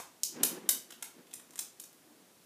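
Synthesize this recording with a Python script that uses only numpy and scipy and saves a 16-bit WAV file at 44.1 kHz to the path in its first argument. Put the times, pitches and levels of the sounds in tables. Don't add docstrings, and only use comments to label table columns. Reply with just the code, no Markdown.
import sys
import numpy as np
from scipy import signal
from scipy.fft import rfft, irfft
from scipy.io import wavfile
from scipy.ndimage import uniform_filter1d

SR = 44100
rng = np.random.default_rng(int(sys.argv[2]) if len(sys.argv) > 2 else 0)


def put_to_file(sound):
    columns = np.atleast_2d(sound).T
    safe = np.clip(columns, -1, 1)
    whole_steps = np.round(safe * 32767)
    wavfile.write(sys.argv[1], SR, whole_steps.astype(np.int16))


def boost_factor(decibels):
    exponent = np.asarray(decibels, float) / 20
    return 10 ** exponent


N = 108045
LEAD_S = .05
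LEAD = int(LEAD_S * SR)


def unit(x):
    return x / np.sqrt(np.mean(x ** 2))


def curve_db(points, hz):
    point_hz, point_db = np.array(points).T
    return np.interp(np.log(hz), np.log(point_hz), point_db)


def band(x, hz, width_hz):
    return signal.lfilter(*signal.iirpeak(min(hz, 18000), hz / width_hz, fs=SR), x)


def walk(rate, size=N):
    hold = int(SR / rate)
    levels = rng.standard_normal(size // hold + 1)
    return unit(uniform_filter1d(np.repeat(levels, hold), hold // 2)[:size])


def ring(modes, gains_db, detune, size=1024):
    t = np.arange(size) / SR
    hz, db, ms = np.array(modes, float).T[:, :, None]
    sines = np.sin(2 * np.pi * hz * (1 + detune[:, None]) * t)
    decay = np.exp(-np.log(1000) * t * 1000 / ms)
    return (boost_factor(db + gains_db[:, None]) * sines * decay).sum(axis=0)


# pitch in Hz, level in dB, time to fall 60 dB in ms.
FILM_MODES = [(2900, -10, 3), (4000, -9, 2.5), (5100, -4.5, 2.5), (6300, 1.5, 2.5), (7500, 4, 2),
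              (9000, 5, 2), (10500, 3.5, 2), (12100, 5.5, 2), (13600, -2, 1.5), (14800, -3, 1.5)]
# pitch in Hz, level in dB, time to fall 60 dB in ms.
LID_MODES = [(650, -4, 12), (980, -3.5, 10), (1400, 0, 7), (1950, 1, 6), (2500, -3, 5)]
# pitch in Hz, level in dB.
FILM_COLOUR = [(1500, -40), (2400, -20), (3000, -9), (4500, -7), (6000, -1), (9000, -1), (12500, -4),
               (15500, -8)]
# pitch in Hz, level in dB.
LID_COLOUR = [(250, -30), (600, -4), (1200, -2), (2200, 0), (3500, -8), (6000, -30)]
SCATTER_DB, SNAP_DB = 6.5, 3.5
DETUNE = .07
GRIP_MS = .3
FOCUS_OCT, SMOOTH_HZ = .36, 900
LID_DB = 19


def pull(out, row, ms, energy_db, count, size=4096):
    s, db, hz, lid_db, focus_db = row
    modes = FILM_MODES + LID_MODES
    when = rng.random(count)
    strength = rng.standard_normal(count)
    vary = rng.standard_normal((count, 2, len(modes)))
    snaps = np.zeros(size)
    for k in range(count):
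        snap = ring(modes, SCATTER_DB * vary[k, 0], DETUNE * vary[k, 1])
        snap_ms = GRIP_MS + (k + when[k]) / count * ms
        i = size // 2 + int(snap_ms * SR / 1000)
        snaps[i:i + len(snap)] += boost_factor(SNAP_DB * strength[k]) * (-1) ** k * snap

    spec = rfft(snaps)
    f = np.fft.rfftfreq(size, 1 / SR) + 1
    power = uniform_filter1d(np.abs(spec) ** 2, int(SMOOTH_HZ * size / SR))
    flat = spec / np.sqrt(power + 1e-9)
    focus = boost_factor(focus_db * np.exp(-.5 * (np.log2(f / hz) / FOCUS_OCT) ** 2))
    film = boost_factor(curve_db(FILM_COLOUR, f))
    lid = boost_factor(curve_db(LID_COLOUR, f) + LID_DB + lid_db)
    x = irfft(flat * focus * (film + lid), size)
    x *= boost_factor(db + energy_db) / np.sqrt(np.sum(x ** 2))

    i = int((s + LEAD_S) * SR)
    return out + np.pad(x, (i, len(out)))[size // 2:][:len(out)]


# start in seconds, peak level in dB,
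# brightest film pitch in Hz, lid thud against snap in dB, how much that pitch stands out in dB.
EARLY_TEAR = (-0.04, -22, 7000, -22, 3)
# start in seconds, peak level in dB, brightest film pitch in Hz,
# lid thud against snap in dB, how much that pitch stands out in dB.
TEARS = [
    (0.4319, -10, 11900, -29, 4),
    (0.6898, -9, 12200, -32, 4),
    (0.9048, -37, 6640, -15, 4),
    (1.0246, -26, 8520, -20, 4),
    (1.5784, -37, 6210, -21, 4),
    (1.5903, -21, 7380, -31, 4),
    (1.7978, -32, 11600, -35, 4),
    (1.8374, -38, 6850, -28, 4),
]


def tears():
    out = np.zeros(N + LEAD)
    for row in [EARLY_TEAR] + list(TEARS):
        out = pull(out, row, ms=4.2, energy_db=12.5, count=14)
    return out


# pitch in Hz, level in dB, time to fall 60 dB in ms.
TAP_MODES = [(980, 0, 9), (1180, -3, 12), (1550, -8, 8), (2200, -5, 10)]


def lid_tap():
    out = np.zeros(N + LEAD)
    still = np.zeros(len(TAP_MODES))
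    tap = ring(TAP_MODES, still, still)
    i = int((.001 + LEAD_S) * SR)
    out[i:i + len(tap)] += boost_factor(-39) * tap
    return out


# pitch in Hz, time to fall 60 dB in seconds, level in dB.
ROOM = [(300, .45, -5.5), (800, .42, 2.5), (1800, .36, 0.5), (4000, .35, 1.5), (8000, .29, 0.5),
        (14000, .22, 6)]
WALL_MS, WALL_DB = 4.3, -3.5
ROOM_DB, ROOM_RISE_MS, SPARSE_MS = -3.5, 6, 14
BENCH_ECHO_DB, BENCH_ECHO_MS = -25, 4


def room(size=26000):
    t = np.arange(size) / SR
    hz, t60, db = np.array(ROOM).T
    uneven = np.repeat(rng.standard_normal(size // 40 + 1), 40)[:size]
    grain = rng.standard_normal(size) * boost_factor(6 * np.exp(-t * 1000 / SPARSE_MS) * uneven)
    spec = rfft(grain)
    octave = np.log2(np.fft.rfftfreq(size, 1 / SR) + 1)
    tail = np.zeros(size)
    for k in range(len(hz)):
        share = np.interp(octave, np.log2(hz), np.arange(len(hz)) == k)
        tail += irfft(spec * share, size) * boost_factor(db[k] - 60 * t / t60[k])
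    late_ms = np.clip(t * 1000 - WALL_MS, 0, None)
    out = tail * (1 - np.exp(-late_ms / ROOM_RISE_MS)) * boost_factor(ROOM_DB - 26)
    out += rng.standard_normal(size) * boost_factor(BENCH_ECHO_DB) * np.exp(-t * 1000 / BENCH_ECHO_MS)
    out[0] += 1
    out[int(WALL_MS * SR / 1000)] += boost_factor(WALL_DB)
    return out


# time in seconds, level in dB.
RUB = [(0.0, -67.5), (0.27, -74), (0.37, -44), (0.43, -40), (0.48, -49.5), (0.52, -45), (0.78, -56.5),
       (0.8, -65.5), (1.01, -67.5), (1.03, -62), (1.12, -71.5), (1.19, -55), (1.25, -68.5), (1.62, -65.5),
       (1.96, -75), (2.1, -65), (2.36, -74), (2.45, -69)]
# pitch in Hz, width in Hz, level in dB.
BENCH = [(170, 50, -7), (250, 60, -2), (340, 70, -1), (400, 60, -5), (500, 90, -5), (830, 300, -9.5)]
SKIN_HZ, SKIN_WIDTH_HZ, SKIN_DB = 1600, 1800, -11


def forearm_rub():
    s, db = np.array(RUB).T
    drag = rng.standard_normal(N) * boost_factor(2 * walk(70))
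    wood = np.zeros(N)
    for k, (hz, width_hz, gain_db) in enumerate(BENCH):
        hum = band(band(drag, hz, width_hz), hz, 2 * width_hz)
        wood += (-1) ** k * boost_factor(gain_db) * unit(hum)
    skin = unit(band(band(drag, SKIN_HZ, SKIN_WIDTH_HZ), SKIN_HZ, 2 * SKIN_WIDTH_HZ))
    level = boost_factor(np.interp(np.arange(N) / SR, s, db))
    return level * (unit(wood) + boost_factor(SKIN_DB) * skin)


# pitch in Hz, level in dB per Hz.
HISS = [(35, -45), (60, -15), (241, 1), (530, -5), (685, -3), (824, -7), (2080, -11), (11900, -12),
        (15300, -18)]


def hiss():
    hz, db = np.array(HISS).T
    f = np.log(np.fft.rfftfreq(N, 1 / SR) + 1)
    colour = boost_factor(np.interp(f, np.log(hz), db))
    return boost_factor(-63) * unit(irfft(rfft(rng.standard_normal(N)) * colour, N))


# start in seconds, peak level in dB, brightest film pitch in Hz,
# lid thud against snap in dB, how much that pitch stands out in dB.
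FLICKS = [
    (0.2329, -12, 5750, -48, 7),
    (1.3379, -26, 8790, -33, 7),
    (1.3974, -42, 8750, -13, 7),
    (1.5065, -42, 6490, -19, 7),
    (1.5564, -33, 8760, -19, 7),
    (1.9285, -47, 13600, -20, 7),
]


def flicks():
    out = np.zeros(N + LEAD)
    for row in FLICKS:
        out = pull(out, row, ms=1.5, energy_db=9, count=4)
    return out


# start in seconds, peak level in dB, brightest pitch in Hz,
# lid thud against snap in dB, how much that pitch stands out in dB.
SCRATCHES = [
    (0.9198, -39, 3150, -22, 10),
    (1.2685, -53, 2880, -22, 10),
    (1.3104, -48, 3300, -22, 10),
    (1.3304, -43, 2640, -22, 10),
    (1.3962, -47, 1520, -22, 10),
    (1.5329, -48, 902, -22, 10),
]


def scratches():
    out = np.zeros(N + LEAD)
    for row in SCRATCHES:
        out = pull(out, row, ms=6, energy_db=13.5, count=12)
    return out


# time in seconds, pitch in Hz, level in dB.
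CREAK = [
    (2.04, 240, -90),
    (2.08, 295, -70),
    (2.115, 312, -60.5),
    (2.15, 305, -68),
    (2.2, 290, -80),
]


def bench_creak():
    t = np.arange(N) / SR
    s, hz, db = np.array(CREAK).T
    pitch = np.interp(t, s, hz) * (1 + .015 * walk(60))
    phase = 2 * np.pi * np.cumsum(pitch) / SR
    overtones = np.sin(2 * phase) + np.sin(3 * phase)
    return boost_factor(np.interp(t, s, db, -120, -120)) * (np.sin(phase) + boost_factor(-12.5) * overtones)


def scene():
    tape = tears() + lid_tap() + flicks() + scratches()
    heard = signal.fftconvolve(tape, room())[LEAD:][:N]
    return (heard + forearm_rub() + bench_creak() + hiss())[None]


def band_limit(x):
    return signal.sosfilt(signal.butter(12, 16450, fs=SR, output="sos"), x)


def record(dry):
    bass_cut = signal.butter(2, 60, "high", fs=SR, output="sos")
    top_cut = signal.ellip(8, .2, 45, 15250, fs=SR, output="sos")
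    mix = signal.sosfilt(top_cut, signal.sosfilt(bass_cut, dry))
    return band_limit(mix)


dry = scene()
out = record(dry)
put_to_file(out)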